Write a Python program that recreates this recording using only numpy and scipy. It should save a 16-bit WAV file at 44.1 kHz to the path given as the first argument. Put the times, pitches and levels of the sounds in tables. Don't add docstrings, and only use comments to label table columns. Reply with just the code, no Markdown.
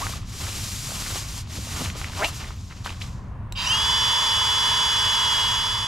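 import sys
import numpy as np
from scipy import signal
from scipy.fft import rfft, irfft
from scipy.io import wavfile

SR = 44100
rng = np.random.default_rng(int(sys.argv[2]) if len(sys.argv) > 2 else 0)


def unload_audio(sound):
    columns = np.transpose(np.atleast_2d(sound))
    steps = np.round(np.clip(columns, -1, 1) * 32767)
    wavfile.write(sys.argv[1], SR, steps.astype(np.int16))


N = 258955
T = np.arange(N) / SR
HZ = np.fft.rfftfreq(N, 1 / SR)

# (frequency [Hz], likeness of the ports [0-1], left lead [rad], left over right [dB])
CLOTH_IMAGE = [(100, 1, -0.12, -1.5), (700, 0.91, -0.27, 2), (1430, 0.83, -0.7, -2.5),
               (2180, 1, -0.16, 0.5), (3330, 0.77, -0.68, 1), (5060, 1, -0.2, -0.5),
               (8000, 0.8, -0.54, 2.5), (15000, 0.22, 0, 3.5)]
PUMP_IMAGE = [(300, 0.75, 0, 0.5), (810, .97, 0.41, -0.5), (1430, 0.85, -1.03, -3), (1750, .88, 0.98, -7.5),
              (2440, 1, 0.34, 3), (2880, 1, -2.06, -4.5), (3300, 0.4, -1, 0), (4470, .98, -0.2, -2),
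              (6940, .98, -0.6, -0.5), (15000, 0.58, -0.08, 2)]
# (start [s], length [s], final level [dB], swell over the stroke [dB], release [dB/s])
FOLDS = [(0, 0.1, -39.5, -2.5, 68), (.29, .08, -47.5, 2, 60), (.43, .1, -39, -3, 52), (.7, .43, -37, 8, 68),
         (1.26, 0.15, -45.5, 3, 132), (1.53, .32, -35.5, 10.5, 120), (1.96, 0.097, -40.5, -1.5, 100),
         (2.14, 0.16, -37.5, 0.5, 176), (2.41, 0.042, -39.5, -2.5, 102), (2.71, .02, -49, -5, 60),
         (2.862, 0.031, -41, -7.5, 99), (3.015, 0.011, -43.5, -5, 150)]

ON_S, SPIN_UP_S, SPIN_UP_SHAPE = 3.55, 0.0756, 1.16
BLADES = 8


def amp(db):
    return 10 ** (np.asarray(db) / 20)


def unit(x):
    return x / np.sqrt(np.mean(abs(x) ** 2) + 1e-20)


def read(points, hz=HZ):
    f, *columns = np.transpose(points)
    return [np.interp(np.log(hz + 1), np.log(f + 1), c) for c in columns]


def follow(rows, t=T):
    s, *columns = np.transpose(rows)
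    return [np.interp(t, s, c) for c in columns]


def add(mix, s, sound):
    part = mix[max(round(s * SR), 0):][:len(sound)]
    part += sound[:len(part)]


def drift(rate_hz):
    return unit(irfft(rfft(rng.standard_normal(N)) * np.exp(-(HZ / rate_hz) ** 2), N))


def resonate(x, hz, width):
    turn = np.exp(2j * np.pi * np.cumsum(hz * np.ones(len(x))) / SR)
    r = np.exp(-np.pi * width / SR)
    return 2 * (turn * signal.lfilter([1 - r], [1, -r], x / turn)).real


def bumps(resonances, hz):
    return sum(db * 2 ** -np.minimum((2 * (hz - centre) / width) ** 2, 20)
               for centre, width, db in resonances)


def ports(z, image):
    same, lead, tilt_db = read(image)
    same = np.clip(same, 0, 1)
    right = (same * z[0] + np.sqrt(1 - same ** 2) * z[1]) * np.exp(-1j * lead)
    return irfft(np.array([z[0] * amp(tilt_db / 2), right * amp(-tilt_db / 2)]), N)


def noise(colour_db, image, grain=1):
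    spectra = rfft(rng.standard_normal((2, N)) * grain) * amp(colour_db)
    return unit(ports(spectra, image))


def tent(x, image, wet_db):
    t = T[:SR // 8]
    scatter = rng.standard_normal((2, len(t))) * amp(-60 * t / 0.15) * (t > 0.003)
    scatter /= np.linalg.norm(scatter, axis=1, keepdims=True)
    _, lead, tilt_db = read(image)
    direct = np.array([amp(tilt_db / 2), amp(-tilt_db / 2) * np.exp(-1j * lead)])
    return irfft(rfft(x) * (direct + amp(wet_db) * rfft(scatter, N)), N)


def background():
    # (time [s], level [dB])
    rumble_level = [(0, -30), (.35, -33), (1.6, -35.5), (1.85, -30.5), (2.1, -34), (2.75, -36.5),
                    (3.2, -32.5), (3.7, -33.5), (4.1, -38.5), (5.87, -36.5)]
    # (frequency [Hz], level per Hz [dB])
    rumble_colour = [(15, -18), (30, -3), (50, -0.5), (105, 2), (150, -8.5), (220, -13), (330, -26),
                     (600, -39), (2000, -53), (8000, -95)]
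    wash_colour = [(150, -19), (350, -10), (550, -6), (800, -5), (1050, -0.5), (1350, -8.5), (1900, -13),
                   (3000, -22.5), (6000, -40), (10000, -38), (14000, -48)]
    # (frequency [Hz], likeness [0-1], left lead [rad], left over right [dB])
    outdoor_image = [(100, .978, 0, .3), (400, .95, 0, 0), (1300, .75, -.3, 0), (8000, .6, 0, 0)]
    rumble = noise(read(rumble_colour)[0], outdoor_image) * amp(follow(rumble_level)[0])
    wash_db = -52 + np.interp(T, [2.65, 3.15], [-6, 2.5])
    return rumble + noise(read(wash_colour)[0], outdoor_image) * amp(wash_db)


def thumps():
    # (time of peak [s], level [dB], half-length [s])
    landings = [(1.103, -43, .06), (1.574, -40, 0.074), (1.724, -40, 0.031), (1.818, -32, 0.024),
                (2.883, -48, 0.017)]
    # (frequency [Hz], level per Hz [dB])
    thud_colour = [(60, -6), (130, -2), (200, -0.5), (290, -4.5), (420, -21), (900, -24), (4000, -70)]
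    push = sum(amp(db) * np.exp(-((T - s) / length) ** 2) for s, db, length in landings)
    return push * noise(read(thud_colour)[0], CLOTH_IMAGE)


def strokes(rows):
    power = 1e-12
    for start, length, db, swell_db, release in rows:
        attack_s = 0.14 * np.sqrt(length)
        attack = np.clip(1 + (T - start) / attack_s, 0, 1)
        to_go = np.clip(1 - (T - start) / length, 0, 1)
        release_db = release * np.maximum(T - start - length, 0)
        power = power + (attack * amp(db - swell_db * to_go - release_db)) ** 2
    return np.sqrt(power)


def creases(per_s, spread_db, size, length):
    slips = (rng.random(N) < per_s / SR) * amp(spread_db * np.minimum(rng.exponential(1, N), 4))
    slip_power = signal.lfilter([size ** 2], [1, -np.exp(-1 / (length * SR))], slips ** 2)
    return np.sqrt(1 + slip_power)


def nylon(crumple_db=-0.43, judder_db=0.86, clump_db=2, brighten=0.34):
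    # (start [s], length [s], final level [dB], swell over the pull [dB], release [dB/s])
    pulls = [(0, 0.13, -36.5, -1.5, 160), (.29, 0.11, -42.5, 1, 70), (.43, 0.75, -33.5, 2, 90),
             (1.29, 0.12, -38, 1, 480), (1.535, .315, -35, 4.5, 126), (1.98, 0.058, -40.5, -2, 80),
             (2.14, .15, -33.5, 7.5, 400), (2.35, .13, -46, -6.5, 67), (2.6, 0.41, -52.5, -0.5, 90),
             (2.856, 0.022, -43, -3.5, 130), (3.016, 0.03, -46.5, -4.5, 90)]
    # (frequency [Hz], level per Hz [dB])
    hiss_colour = [(300, -34), (1500, -11), (3000, -4), (5200, -1), (7300, -1.5), (8700, -9),
                   (12000, -10.5), (13700, -19.5), (15500, -26)]
    crumple_colour = [(100, 0), (300, 0.5), (500, -4.5), (800, -1.5), (1150, 2.5), (1700, -4), (2800, -2),
                      (4500, -7.5), (9000, -24), (15000, -48)]
    slide, judder = strokes(pulls), drift(30)
    hiss = noise(read(hiss_colour)[0], CLOTH_IMAGE, creases(500, 1.9, 0.49, 0.00014))
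    sizzle = irfft(rfft(hiss) * np.interp(HZ, [6500, 9000], [0, 1]), N)
    hiss = hiss + sizzle * ((slide / amp(-42)) ** brighten - 1)
    hiss = hiss * amp(judder_db * judder)
    folds = noise(read(crumple_colour)[0], CLOTH_IMAGE, creases(180, 4.3, 0.74, 0.00036))
    folds = folds * amp(crumple_db + clump_db * judder)
    return hiss * slide + folds * strokes(FOLDS)


def crackle(per_s=16, over_db=9, spread_db=1.5, centre_hz=1970, octaves=1):
    at = np.flatnonzero(rng.random(N) < per_s / SR)
    size, pitch = rng.standard_normal((2, N))[:, at]
    db = 20 * np.log10(strokes(FOLDS)[at]) + over_db + spread_db * size
    return list(zip(T[at], db, centre_hz * 2 ** (octaves * pitch), np.ones(len(at))))


def snaps(shiver=0.14, shiver_s=0.0051, width_hz=1400):
    # (time [s], peak before the tent [dB], pitch [Hz], ring length [cycles])
    loud_snaps = [(0.068, -15.5, 1420, 0.52), (0.138, -27, 1180, 2.3), (1.0637, -24, 1940, 1),
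                  (1.8602, -21.5, 2500, 0.76), (1.9012, -18.5, 2420, 0.71), (2.0156, -17, 1900, 0.42),
                  (2.0447, -16, 2240, 0.75), (2.2459, -8.5, 3480, 0.43), (2.4446, -27, 1950, 0.91),
                  (2.507, -29, 1450, 0.64), (2.7246, -29, 1900, 0.52), (2.848, -25, 3400, 1),
                  (2.8613, -16.5, 1280, 0.82), (2.8767, -22, 1550, 0.7), (2.8942, -25, 2740, 1.6),
                  (3.016, -23.5, 2400, 1.2), (3.0191, -23.5, 2900, 1.8), (3.0216, -19.5, 3900, .6)]
    out = np.zeros(N)
    t = T[:SR // 16] - T[SR // 200]
    shake = rng.standard_normal(N + len(t))
    for s, db, hz, cycles in loud_snaps + crackle():
        flip = np.exp(-(t * hz / cycles) ** 2) * np.cos(2 * np.pi * hz * t)
        cloth = resonate(resonate(shake[round(s * SR):][:len(t)], hz, width_hz), hz, 4000)
        tail = unit(cloth) * np.exp(-abs(t) / shiver_s) * (t > 0)
        add(out, s + t[0], amp(db) * (flip + shiver * tail))
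    return tent(out, CLOTH_IMAGE, wet_db=-9.5)


def squeaks(width_hz=300, jitter=0.03, scrape=0.046):
    # (start [s], length [s], level [dB], moment of tightening [s], slip rate slack [1/s],
    # slip rate taut [1/s], ring slack [Hz], ring taut [Hz], slack sack body over ring [dB])
    grips = [(0.022, 0.007, -27.5, .013, 640, 1240, 636, 1200, -22),
             (2.228, .019, -20, 2.233, 198, 345, 820, 2790, 1.5)]
    # (frequency [Hz], width [Hz], relative level [dB])
    sack = [(446, 72, -5), (684, 180, 8), (875, 110, 2)]
    rise_db_per_s, fall_db_per_s = 522, 680
    tighten_s, taut_body_db = 0.00798, -8.5
    out = np.zeros(N)
    for start, length, db, tighten_at, slack_rate, taut_rate, slack_hz, taut_hz, sack_db in grips:
        t = T[abs(T - start - length / 2) < 1 / 10]
        taut = (1 + np.tanh((t - tighten_at) / (2 * tighten_s))) / 2
        rate = slack_rate + (taut_rate - slack_rate) * taut ** 2
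        ring_hz = slack_hz + (taut_hz - slack_hz) * taut
        body_db = sack_db + taut_body_db * taut
        grip_db = db - rise_db_per_s * np.maximum(start - t, 0)
        grip_db = grip_db - fall_db_per_s * np.maximum(t - start - length, 0)
        turns = np.cumsum(rate * (1 + jitter * drift(190)[:len(t)])) / SR
        slips = np.diff(np.floor(turns), prepend=0)
        slips = slips + scrape * rng.standard_normal(N)[:len(t)]
        ring = resonate(resonate(slips, ring_hz, width_hz), ring_hz, 1200)
        body = sum(amp(d) * resonate(resonate(slips, f, w), f, 900) for f, w, d in sack)
        blend = (unit(ring) + amp(body_db) * unit(body)) / np.hypot(1, amp(body_db))
        add(out, t[0], amp(grip_db) * blend)
    return tent(out, CLOTH_IMAGE, wet_db=-13)


def switch():
    # (time [s], peak before the tent [dB])
    clicks = [(3.5239, -19), (3.557, -46)]
    # (frequency [Hz], relative level [dB], time to fall 60 dB [s])
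    case = [(1020, 0, 0.026), (2920, 2, 0.015), (3880, 8, 0.017), (4130, 6, 0.013), (5700, -8, .012),
            (7600, 6, 0.013), (11500, -22, 0.022)]
    out, t = np.zeros(N), T[:SR // 16]
    ring = sum(amp(db - 60 * t / t60) * np.sin(2 * np.pi * hz * t) for hz, db, t60 in case)
    contact = resonate(rng.standard_normal(len(t)), 4000, 5000) * 2 * np.exp(-t / 0.002)
    ring += contact
    for s, db in clicks:
        add(out, s, amp(db) * ring / abs(ring).max())
    return tent(out, PUMP_IMAGE, wet_db=-11)


def spin():
    return 1 - np.exp(-(np.maximum(T - ON_S, 0) / SPIN_UP_S) ** SPIN_UP_SHAPE)


def shaft():
    # (time [s], blade tone [Hz])
    running = [(3.9, 3417), (4.014, 3414), (4.492, 3395), (5.068, 3393), (5.38, 3346), (5.776, 3407),
               (5.87, 3390)]
    return spin() * follow(running)[0] / BLADES


def rattle(level_db=-14.5, knock_turns=0.47):
    # (frequency [Hz], width [Hz], relative level [dB])
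    shell_modes = [(2930, 460, 1), (3660, 190, -1), (4700, 130, -2.5)]
    turns, torque = np.cumsum(shaft()) / SR, 1 - spin()
    scrapes = rng.standard_normal(N) * (1.2 + np.exp(-(turns % 1) / knock_turns))
    shell = sum(amp(db) * resonate(resonate(scrapes, hz, width), hz, 1200) for hz, width, db in shell_modes)
    return tent(unit(shell) * amp(level_db) * spin() * torque, PUMP_IMAGE, wet_db=-16)


def air(level_db=-25.5, growth_db=23, churn_db=0.34):
    # (frequency [Hz], level per Hz [dB])
    air_colour = [(150, -5.5), (400, -13), (720, -6.5), (900, 4), (1350, 3.5), (2200, -6), (3200, 2),
                  (4200, -4), (6500, -4), (8200, -9.5), (10500, -14.5), (12500, -15.5), (13700, -24),
                  (14600, -40)]
    # (frequency [Hz], width [Hz], gain [dB])
    housing = [(627, 120, 5.5), (703, 54, -9.5), (984, 245, 9.5), (1264, 160, 3), (1800, 380, 7.5),
               (2480, 420, 3), (2843, 130, 8.5), (3039, 120, 9.5), (4030, 240, -0.5), (4140, 67, 8),
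               (4400, 200, -3.5), (4784, 280, 9), (4943, 206, 8), (5190, 160, 11), (5730, 350, 7),
               (6680, 260, 5.5), (7470, 280, 6.5), (10570, 450, 6)]
    rush = noise(read(air_colour)[0] + bumps(housing, HZ), PUMP_IMAGE)
    return rush * amp(level_db + churn_db * drift(70)) * spin() ** (growth_db / 20)


def whine(level_db=-20.5, growth_db=136, flutter=0.00128):
    # (shaft order, relative level [dB], unsteadiness [ratio], left lead [rad], left over right [dB])
    beams = [(7, -8, 0.26, -0.12, 2), (8, -0.24, 0.071, -1.08, -2), (16, -17.5, .35, -0.35, 2)]
    # (shaft order, relative level [dB], unsteadiness [ratio])
    weak_orders = [(1, -27.5, 0.15), (5.1, -20.5, 0.21), (9, -20.5, 0.25), (10, -25, 0.3),
                   (11.1, -17.5, 0.45), (12, -24, 0.49), (13, -31, .5), (18, -29.5, .5), (24, -29, 0.7)]
    # (frequency [Hz], width [Hz], gain [dB])
    outlet = [(2813, 130, 13), (3090, 134, 8.5), (4768, 127, 15), (5690, 280, 25.5), (6080, 350, 10),
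              (6470, 140, 13), (7460, 143, 11), (9200, 1030, 14)]
    speed = shaft()
    strength = amp(level_db) * spin() ** (growth_db / 20)
    angle = 2 * np.pi * np.cumsum(speed * (1 + flutter * drift(20.5))) / SR
    weak = [(k, db, waver, *read(PUMP_IMAGE, k * speed[-1])[1:]) for k, db, waver in weak_orders]
    out, outlet_db = np.zeros((2, N)), bumps(outlet, HZ)
    for order, db, waver, lead, tilt_db in beams + weak:
        k = round(order)
        gusts = (drift(37) + 1j * drift(28)) / np.sqrt(2)
        unsteady = (1 + waver * gusts) / np.hypot(1, waver)
        tone = amp(db + np.interp(k * speed, HZ, outlet_db)) * np.exp(1j * k * angle) * unsteady
        sides = [amp(tilt_db / 2), amp(-tilt_db / 2) * np.exp(-1j * lead)]
        out += np.outer(sides, tone).real
    return out * strength


def scene():
    cloth = thumps() + nylon() + snaps() + squeaks()
    ease_db = -12.5 * np.maximum(T - 5.42, 0)
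    pump = (switch() + rattle() + air() + whine()) * amp(ease_db)
    return background() + cloth + pump


def record(dry):
    lowpass = signal.firwin(511, 15750, window=("kaiser", 9), fs=SR)
    return signal.oaconvolve(dry, lowpass[None], "same")


dry = scene()
out = record(dry)
unload_audio(out)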